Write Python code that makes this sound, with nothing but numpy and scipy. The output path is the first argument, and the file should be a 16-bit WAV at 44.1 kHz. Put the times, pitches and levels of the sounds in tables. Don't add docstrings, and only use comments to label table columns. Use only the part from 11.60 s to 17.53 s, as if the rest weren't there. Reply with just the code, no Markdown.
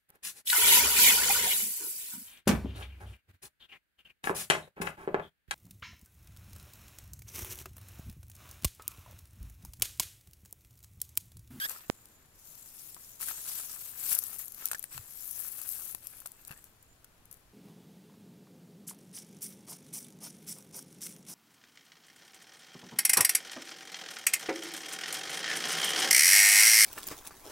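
import sys
import numpy as np
from scipy import signal
from scipy.fft import rfft, irfft, next_fast_len
from scipy.io import wavfile

SR = 44100
rng = np.random.default_rng(int(sys.argv[2]) if len(sys.argv) > 2 else 0)


def to_wav(s):
    ch = np.atleast_2d(s).T
    pcm = np.round(np.clip(ch, -1, 1) * 32767)
    wavfile.write(sys.argv[1], SR, pcm.astype(np.int16))


N = 261513
CUTOFF_HZ = 15700

# (pitch_hz [Hz], left_db brushing right at the left port [dB], air_db through the air [dB])
BLADE_COLOUR = [(1750, -28.5, -27), (3350, -23, -17.5), (5280, -16, -15), (7200, -7, -13.5),
                (8200, -11.5, -8.5), (8960, -4.5, -11.5), (10800, 0, -17), (13000, 2.5, -26),
                (15120, 1, -26), (16500, -17, -7.5)]
# (pitch_hz [Hz], relative level_db [dB], t60_s time to fade by 60 dB [s])
STALK_RINGING = [(1070, -3.5, 0.0065), (1340, 3, 0.01), (1650, 4, 0.009), (1824, -5, 0.02),
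                 (2380, -8, 0.016), (2640, -3.5, 0.021), (4360, -6, 0.0095)]


def from_db(db):
    return 10 ** (np.asarray(db) / 20)


def rms_one(x):
    return x / np.sqrt(np.mean(x ** 2) + 1e-20)


def in_time(rows):
    s, *columns = np.transpose(rows)
    return [np.interp(np.arange(N) / SR, s, c) for c in columns]


def drift(rate_hz):
    r = np.exp(-20 * np.pi * rate_hz / SR)
    noise = rng.standard_normal(N // 10 + 4002)
    slow = signal.lfilter([1], [1, -2 * r, r * r], noise)[4000:]
    return np.interp(np.arange(N) / 10, np.arange(len(slow)), rms_one(slow))


def colour(x, spectrum):
    hz, *columns = np.transpose(spectrum)
    size = 2 * next_fast_len(N // 2 + 4096)
    log_hz = np.log(np.arange(size // 2 + 1) * SR / size + 1)
    gain = from_db([np.interp(log_hz, np.log(hz), c) for c in columns])
    gain /= np.sqrt(np.mean(gain[0] ** 2 * (log_hz < np.log(CUTOFF_HZ))))
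    cepstrum = irfft(np.log(gain))
    cepstrum[:, 1:size // 2] *= 2
    cepstrum[:, size // 2 + 1:] = 0
    response = np.exp(rfft(cepstrum))
    return irfft(rfft(x, size) * response)[..., :N]


def low_pass(x, hz):
    return signal.sosfilt(signal.butter(2, min(hz, .45 * SR), fs=SR, output="sos"), x)


def high_pass(x, hz, order):
    return signal.sosfilt(signal.butter(order, hz, "high", fs=SR, output="sos"), x)


def two_ports(pair, apart_hz):
    mid, side = pair
    side = high_pass(side, apart_hz, order=1) * 0.9 + 0.049 * side
    return np.array([mid + side, mid - side]) / np.sqrt(2)


def ring(clicks, hz, t60):
    r, w = from_db(-60 / (t60 * SR)), 2 * np.pi * hz / SR
    return signal.lfilter([0, np.sin(w)], [1, -2 * r * np.cos(w), r * r], clicks + 1e-18)


def slips(per_s, spread_db, clump_db, clump_hz, t60):
    sizes = from_db(spread_db * np.minimum(rng.exponential(1, N), 5))
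    born = rng.random(N) < per_s / SR
    kicks = born * sizes ** 2 / per_s + 1e-18
    power = signal.lfilter([1], [1, -from_db(-120 / (t60 * SR))], kicks)
    clumps = from_db(clump_db * np.clip(drift(clump_hz), -2, 2))
    return rms_one(np.sqrt(power) * clumps * rng.standard_normal((2, N)))


def sliding():
    # (start_s [s], attack_s [s], hold_s [s],
    # crackle_db [dB], stalk_db stalk rubbing [dB])
    strokes = [(-.047, 0.094, 0.012, -39.5, -54), (0.08, .015, 0.011, -37.5, -51),
               (0.146, 0.014, 0.037, -57, -60), (0.721, 0.17, 0.67, -49.5, -72.5),
               (1.095, 0.074, 0.13, -48, -80), (1.591, 0.025, 0.024, -32.5, -55),
               (1.641, 0.045, 0.012, -33.5, -53.5), (1.709, 0.062, .54, -40.5, -62),
               (1.843, 0.048, 0.11, -37.5, -57.5), (2.327, 0.15, 0.029, -30.5, -52),
               (2.479, 0.038, 0.011, -23.5, -47), (2.586, 0.038, 0.14, -40.5, -60.5),
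               (2.778, 0.014, 0.011, -34.5, -59), (2.935, 0.085, 0.044, -42.5, -54),
               (3.304, 0.025, 0.043, -43, -54), (3.378, 0.26, 0.668, -38.5, -62.5),
               (3.719, 0.1, 0.05, -39, -59), (4.09, 0.023, 0.012, -35.5, -72),
               (4.401, 0.017, .18, -49, -65), (4.833, 0.058, 0.033, -57.5, -62.5),
               (4.654, 0.042, 0.38, -60.5, -73), (5.702, .015, 0.055, -62.5, -75)]
    release_db_per_s = 223.5
    settling_db, settling_db_per_s = -20.5, 18
    t = np.arange(0, N, 20) / SR
    power = np.full((2, len(t)), 1e-10)
    for start, attack, hold, crackle_db, stalk_db in strokes:
        swell = np.clip((t - start) / attack, 0, 1)
        since = np.maximum(t - start - attack - hold, 0)
        release = from_db(-release_db_per_s * since) ** 2
        settling = from_db(settling_db - settling_db_per_s * since) ** 2
        power += (from_db([[crackle_db], [stalk_db]]) * swell) ** 2 * (release + settling)
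    return in_time(np.column_stack([t, *(10 * np.log10(power))]))


def blade_colours(catches, count):
    shades = 0
    for _ in range(count):
        contact = np.cumsum(rng.random(N) < 1 / (.02 * SR))
        hz = rng.uniform(5000, 15500, 2000)[contact % 2000]
        turn = np.exp(2j * np.pi * np.cumsum(hz) / SR)
        shades = shades + (low_pass(catches / turn, 900) * turn).real
    return rms_one(shades)


def rustle():
    # (start_s [s], left_db balance, higher is nearer the left port [dB])
    blade_side = [(0, 14.5), (0.2, 5), (0.7, 8), (1.2, 10), (1.9, 7), (2.5, 13), (2.9, 14), (3.15, 3),
                  (3.7, 16.5), (4.3, 13.5), (4.8, 7), (5.9, 15)]
    # (start_s [s], left_db left minus right [dB])
    rub_side = [(0, -4.5), (.25, -7), (1.6, 12.5), (2.2, 6), (2.5, 4.5), (5.9, 3)]
    # (pitch_hz [Hz], relative level_db [dB])
    rub_colour = [(100, -6.5), (300, -13.5), (600, -6), (1400, 3), (2200, 2.5), (4000, -4.5), (9000, -30)]
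    crackle_db, stalk_db = sliding()
    left_db, = in_time(blade_side)
    side_db, = in_time(rub_side)
    per_s = 4000 * from_db(0.44 * (crackle_db + 41.5))

    catches = slips(per_s, spread_db=0.5, clump_db=1.65, clump_hz=55.7, t60=0.0099)
    flicks = slips(83, spread_db=2.1, clump_db=0, clump_hz=10, t60=.004)
    catches = rms_one(catches + 0.33 * blade_colours(catches, count=4) + from_db(-13.5) * flicks)
    close = colour(catches[0], BLADE_COLOUR)[0] * from_db(crackle_db + 1.0 - 0.34 * left_db)
    through_air = colour(catches[:, None], BLADE_COLOUR)[:, 1] * from_db(crackle_db - left_db + 13.5)

    cavity_slips = slips(per_s, spread_db=4.5, clump_db=3.0, clump_hz=43.7, t60=0.0032)[0]
    cavity = rms_one(ring(cavity_slips, hz=11350, t60=0.00083))
    cavity = high_pass(cavity, 9000, order=2)
    close = close + cavity * from_db(crackle_db + left_db - 15.0)

    rub_slips = slips(per_s / 2, spread_db=2.5, clump_db=3.0, clump_hz=44.0, t60=0.0064)
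    rubs = two_ports(rub_slips, apart_hz=945)
    ringing = 0
    for hz, mode_db, t60 in STALK_RINGING:
        ringing = ringing + from_db(mode_db + 6.1 * drift(5.9)) * ring(rubs, hz, t60)
    stalks = colour(rubs, rub_colour) + 0.8 * rms_one(ringing)
    stalks = stalks * from_db(stalk_db - 3 + np.array([side_db, -side_db]) / 2)
    return np.array([close + 0.71 * through_air[0], through_air[1]]) + stalks


def squeak():
    # (start_s [s], pitch_hz slips per second [Hz], relative level_db [dB])
    course = [(0, 1950, -34), (.007, 1627, -36), (.02, 1550, -31.5), (.031, 1664, -33.5),
              (.052, 1655, -30.5), (.061, 1800, -33.5), (.068, 1980, -42), (.075, 1950, -90)]
    # (left_db [dB], right_db [dB])
    harmonics = [(-6, -2), (-12.5, -9.5), (-20, -12.5), (-20, -21), (-21, -15.5), (-15.5, -18), (-9.5, -24),
                 (-7, -26)]
    lag_s = .00027
    hz, level_db = in_time(course)
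    unsteady_hz = hz * (1 + .02 * drift(370))
    cycles = np.cumsum(unsteady_hz) / SR - hz * np.array([[0], [lag_s]])
    phase = 2 * np.pi * cycles
    tones = 0
    for k, ports_db in enumerate(harmonics, 1):
        rough = min(k / 3, 1)
        wavering_db = rough * (3.5 * drift(250) + .4 * (level_db - level_db.max()))
        gain = from_db(np.array(ports_db)[:, None] + wavering_db)
        tones = tones + np.sin(k * phase + .6 * rough * drift(500)) * gain
    friction = rng.standard_normal((2, N)) * (1 + np.cos(phase))
    rasp = rms_one(ring(friction, hz=4400, t60=0.0021)) * from_db(-18)
    sounding = level_db > level_db.min()
    return (np.sqrt(2) * tones + rasp) * from_db(level_db) * sounding


def open_air():
    # (pitch_hz [Hz], left_db [dB], right_db [dB])
    air_colour = [(25, -2.5, 4), (113, 0.5, -1.5), (204, -6.5, -7), (510, -10.5, -13), (1400, -12.5, -21.5),
                  (2650, -19.5, -20), (6140, -24, -25), (11700, -21, -25.5), (15000, -24.5, -37)]
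    return from_db(-61) * colour(two_ports(rng.standard_normal((2, N)), apart_hz=940), air_colour)


def insect():
    # (start_s [s], level_db at the right port [dB])
    insect_course = [(0, -68), (1.0, -69.5), (1.6, -62), (5.1, -75), (5.3, -66.5), (5.42, -82)]
    pitch_hz, t60_s, flutter_db = 7090, 0.0054, 3.5
    level_db, = in_time(insect_course)
    once = ring(rng.standard_normal((2, N)), pitch_hz, t60_s)
    buzz = ring(once, pitch_hz, t60_s)
    flutter = from_db(flutter_db * drift(45))
    return rms_one(buzz * flutter) * from_db([level_db - 10, level_db])


def tearing(t60):
    rise_share = 0.07
    t = np.arange(SR // 20) / SR
    build_up = -np.expm1(-t / (rise_share * t60))
    tail = from_db(-60 * t / t60)
    scatter = 0.048 * from_db(-60 * t / 0.071)
    tear = rng.standard_normal((2, len(t))) * build_up * (tail + scatter)
    return tear / np.linalg.norm(tear, axis=1, keepdims=True)


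def add(track, s, sound):
    start = int(s * SR)
    track[:, start:start + sound.shape[1]] += sound[:, :N - start]


def crack(tear, crack_db, left_db):
    hz = min(8500 + 292 * left_db, 13000)
    sound = rms_one(tear) + 0.34 * rms_one(ring(tear, hz, t60=0.0029))
    sound = sound / np.linalg.norm(sound, axis=1, keepdims=True)
    return sound * from_db([[crack_db + 21.0], [crack_db + 20.0 - left_db]])


def stalk_ring(tear, stalk_db, ring_hz, scrape_s):
    t = np.arange(tear.shape[1]) / SR
    off_ring_db = 1500 * scrape_s
    thud_db, thud_hz, thud_t60_s = 7, 905, 0.0044
    thud_level_db = stalk_db + thud_db - off_ring_db / 2
    thud = np.cos(2 * np.pi * thud_hz * t) * from_db(thud_level_db - 60 * t / thud_t60_s)
    out = high_pass(thud, 400, order=2) * from_db([[0], [-3]])
    for hz, mode_db, t60 in STALK_RINGING:
        octaves_off = min(abs(np.log2(hz / ring_hz)), .5)
        level_db = stalk_db + mode_db + 6.0 - off_ring_db * octaves_off
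        cycles = hz * rng.normal(1, 0.01) * t + rng.random()
        mode = np.sin(2 * np.pi * cycles) * from_db(level_db - 60 * t / t60)
        mode = mode + 0.75 * signal.fftconvolve(mode, tear[0])[:len(t)]
        out = out + np.array([mode, 0.24 * np.roll(mode, 10)])
    return out


def snaps():
    # (start_s [s], relative crack_db [dB], left_db balance, higher is nearer left [dB])
    blade_snaps = [(0.088, -40, 18), (0.0955, -26.5, 16), (0.456, -46.5, 4.5), (1.3453, -37.5, 5.5),
                   (1.6165, -30, 15), (2.55, -19.5, 15), (2.585, -27.5, 14.5), (2.5887, -18, 13),
                   (2.638, -27.5, 15), (2.7315, -37, 22), (2.7345, -39, 26), (2.881, -33.5, 17),
                   (2.9212, -35.5, 13), (2.946, -35, 14.5), (3.056, -19, 15), (3.067, -33, 10),
                   (3.075, -33.5, 5), (3.0858, -33, 6), (3.12, -31, 12), (3.183, -41, 17),
                   (3.194, -32, 13.5), (3.2274, -30.5, 15), (4.016, -31.5, 21), (4.0905, -26.5, 26),
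                   (4.4701, -30, 13), (4.6026, -38, 13), (4.6075, -46, 20), (4.672, -35.5, 14),
                   (4.718, -40.5, 12), (4.85, -42.5, 2), (4.875, -39.5, 13), (4.976, -45.5, 10.5),
                   (5.0418, -44, 9.5), (5.227, -50, 15), (5.655, -49, 14), (5.7125, -41, 14),
                   (5.715, -44, 16), (5.727, -39, 14), (5.7413, -48, 6)]
    # (start_s [s], crack_db [dB], stalk_db [dB],
    # left_db balance of the crack [dB], ring_hz strongest ring [Hz], scrape_s t60 of the scraping [s])
    stalk_knocks = [(0.161, -53, -46, 9, 1300, .02), (1.366, -56, -39, -2, 1070, .04),
                    (1.6035, -44, -49, 9, 1400, 0.02), (1.6104, -31.5, -51, 18, 1000, 0.0044),
                    (1.628, -30.5, -40.5, 10, 1624, 0.032), (1.6844, -28.5, -36.5, 5, 1690, 0.027),
                    (1.7112, -40, -39, 12, 1000, 0.008), (3.0428, -45, -44, 10, 1300, .025),
                    (3.1143, -25.5, -36.5, 2.5, 1620, 0.009), (3.1318, -29, -33.5, 2, 1160, 0.012),
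                    (3.1468, -35.5, -31, -0.5, 1700, 0.028), (3.2404, -30.5, -43.5, 12.5, 2330, 0.0054),
                    (3.378, -35.5, -36, 10, 2100, 0.004), (4.3482, -26.5, -44.5, 12.5, 1890, 0.0044),
                    (4.6183, -50, -50, 14, 1100, .008), (4.658, -31, -37.5, 4.5, 1070, 0.029),
                    (4.8794, -37.5, -57, 8.5, 1060, .004), (4.893, -55, -46.5, 17, 1400, .007),
                    (4.909, -44, -45, 8, 1200, .006), (4.9134, -40, -42, 8, 1880, 0.0067),
                    (4.924, -45, -49.5, 11, 1300, 0.006), (5.444, -44.5, -54, 6, 4450, 0.014)]
    cracks, rings = np.zeros((2, 2, N))
    for s, crack_db, stalk_db, left_db, ring_hz, scrape_s in stalk_knocks:
        tear = tearing(scrape_s)
        add(cracks, s, crack(tear, crack_db, left_db))
        add(rings, s, stalk_ring(tear, stalk_db, ring_hz, scrape_s))
    for s, crack_db, left_db in blade_snaps:
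        add(cracks, s, crack(tearing(0.0046), crack_db, left_db))
    return colour(cracks, BLADE_COLOUR) * from_db([[0], [12]]) + rings


def port_tap():
    # (start_s moment of release [s], level_db before smoothing [dB])
    tap = (.2998, -12)
    s, level_db = tap
    t = np.arange(N) / SR - s
    covered = .85 * np.exp(-np.abs(t) / .0009)
    released = -np.exp(-(t / .001) ** 2)
    pressure = np.where(t < 0, covered, released)
    return low_pass(pressure, hz=10500) * from_db([[level_db - 49], [level_db]])


def bumps():
    # (start_s [s], level_db at the left port before fading [dB],
    # pitch_hz [Hz], t60_s [s])
    soft_bumps = [(3.349, -45.5, 131, 0.069), (3.363, -45.5, 121, 0.1), (3.394, -41.5, 99, 0.075),
                  (4.906, -38, 146, 0.044)]
    t = np.arange(N) / SR
    out = np.zeros(N)
    for s, level_db, hz, t60 in soft_bumps:
        age = np.maximum(t - s, 0)
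        out += np.sin(2 * np.pi * hz * age) * from_db(level_db - 60 * np.minimum(age / t60, 5))
    return out * from_db([[0], [-2]])


def scene():
    return rustle() + squeak() + open_air() + insect() + snaps() + port_tap() + bumps()


def record(dry):
    return signal.sosfilt(signal.ellip(10, .1, 80, CUTOFF_HZ, fs=SR, output="sos"), dry)


dry = scene()
out = record(dry)
to_wav(out)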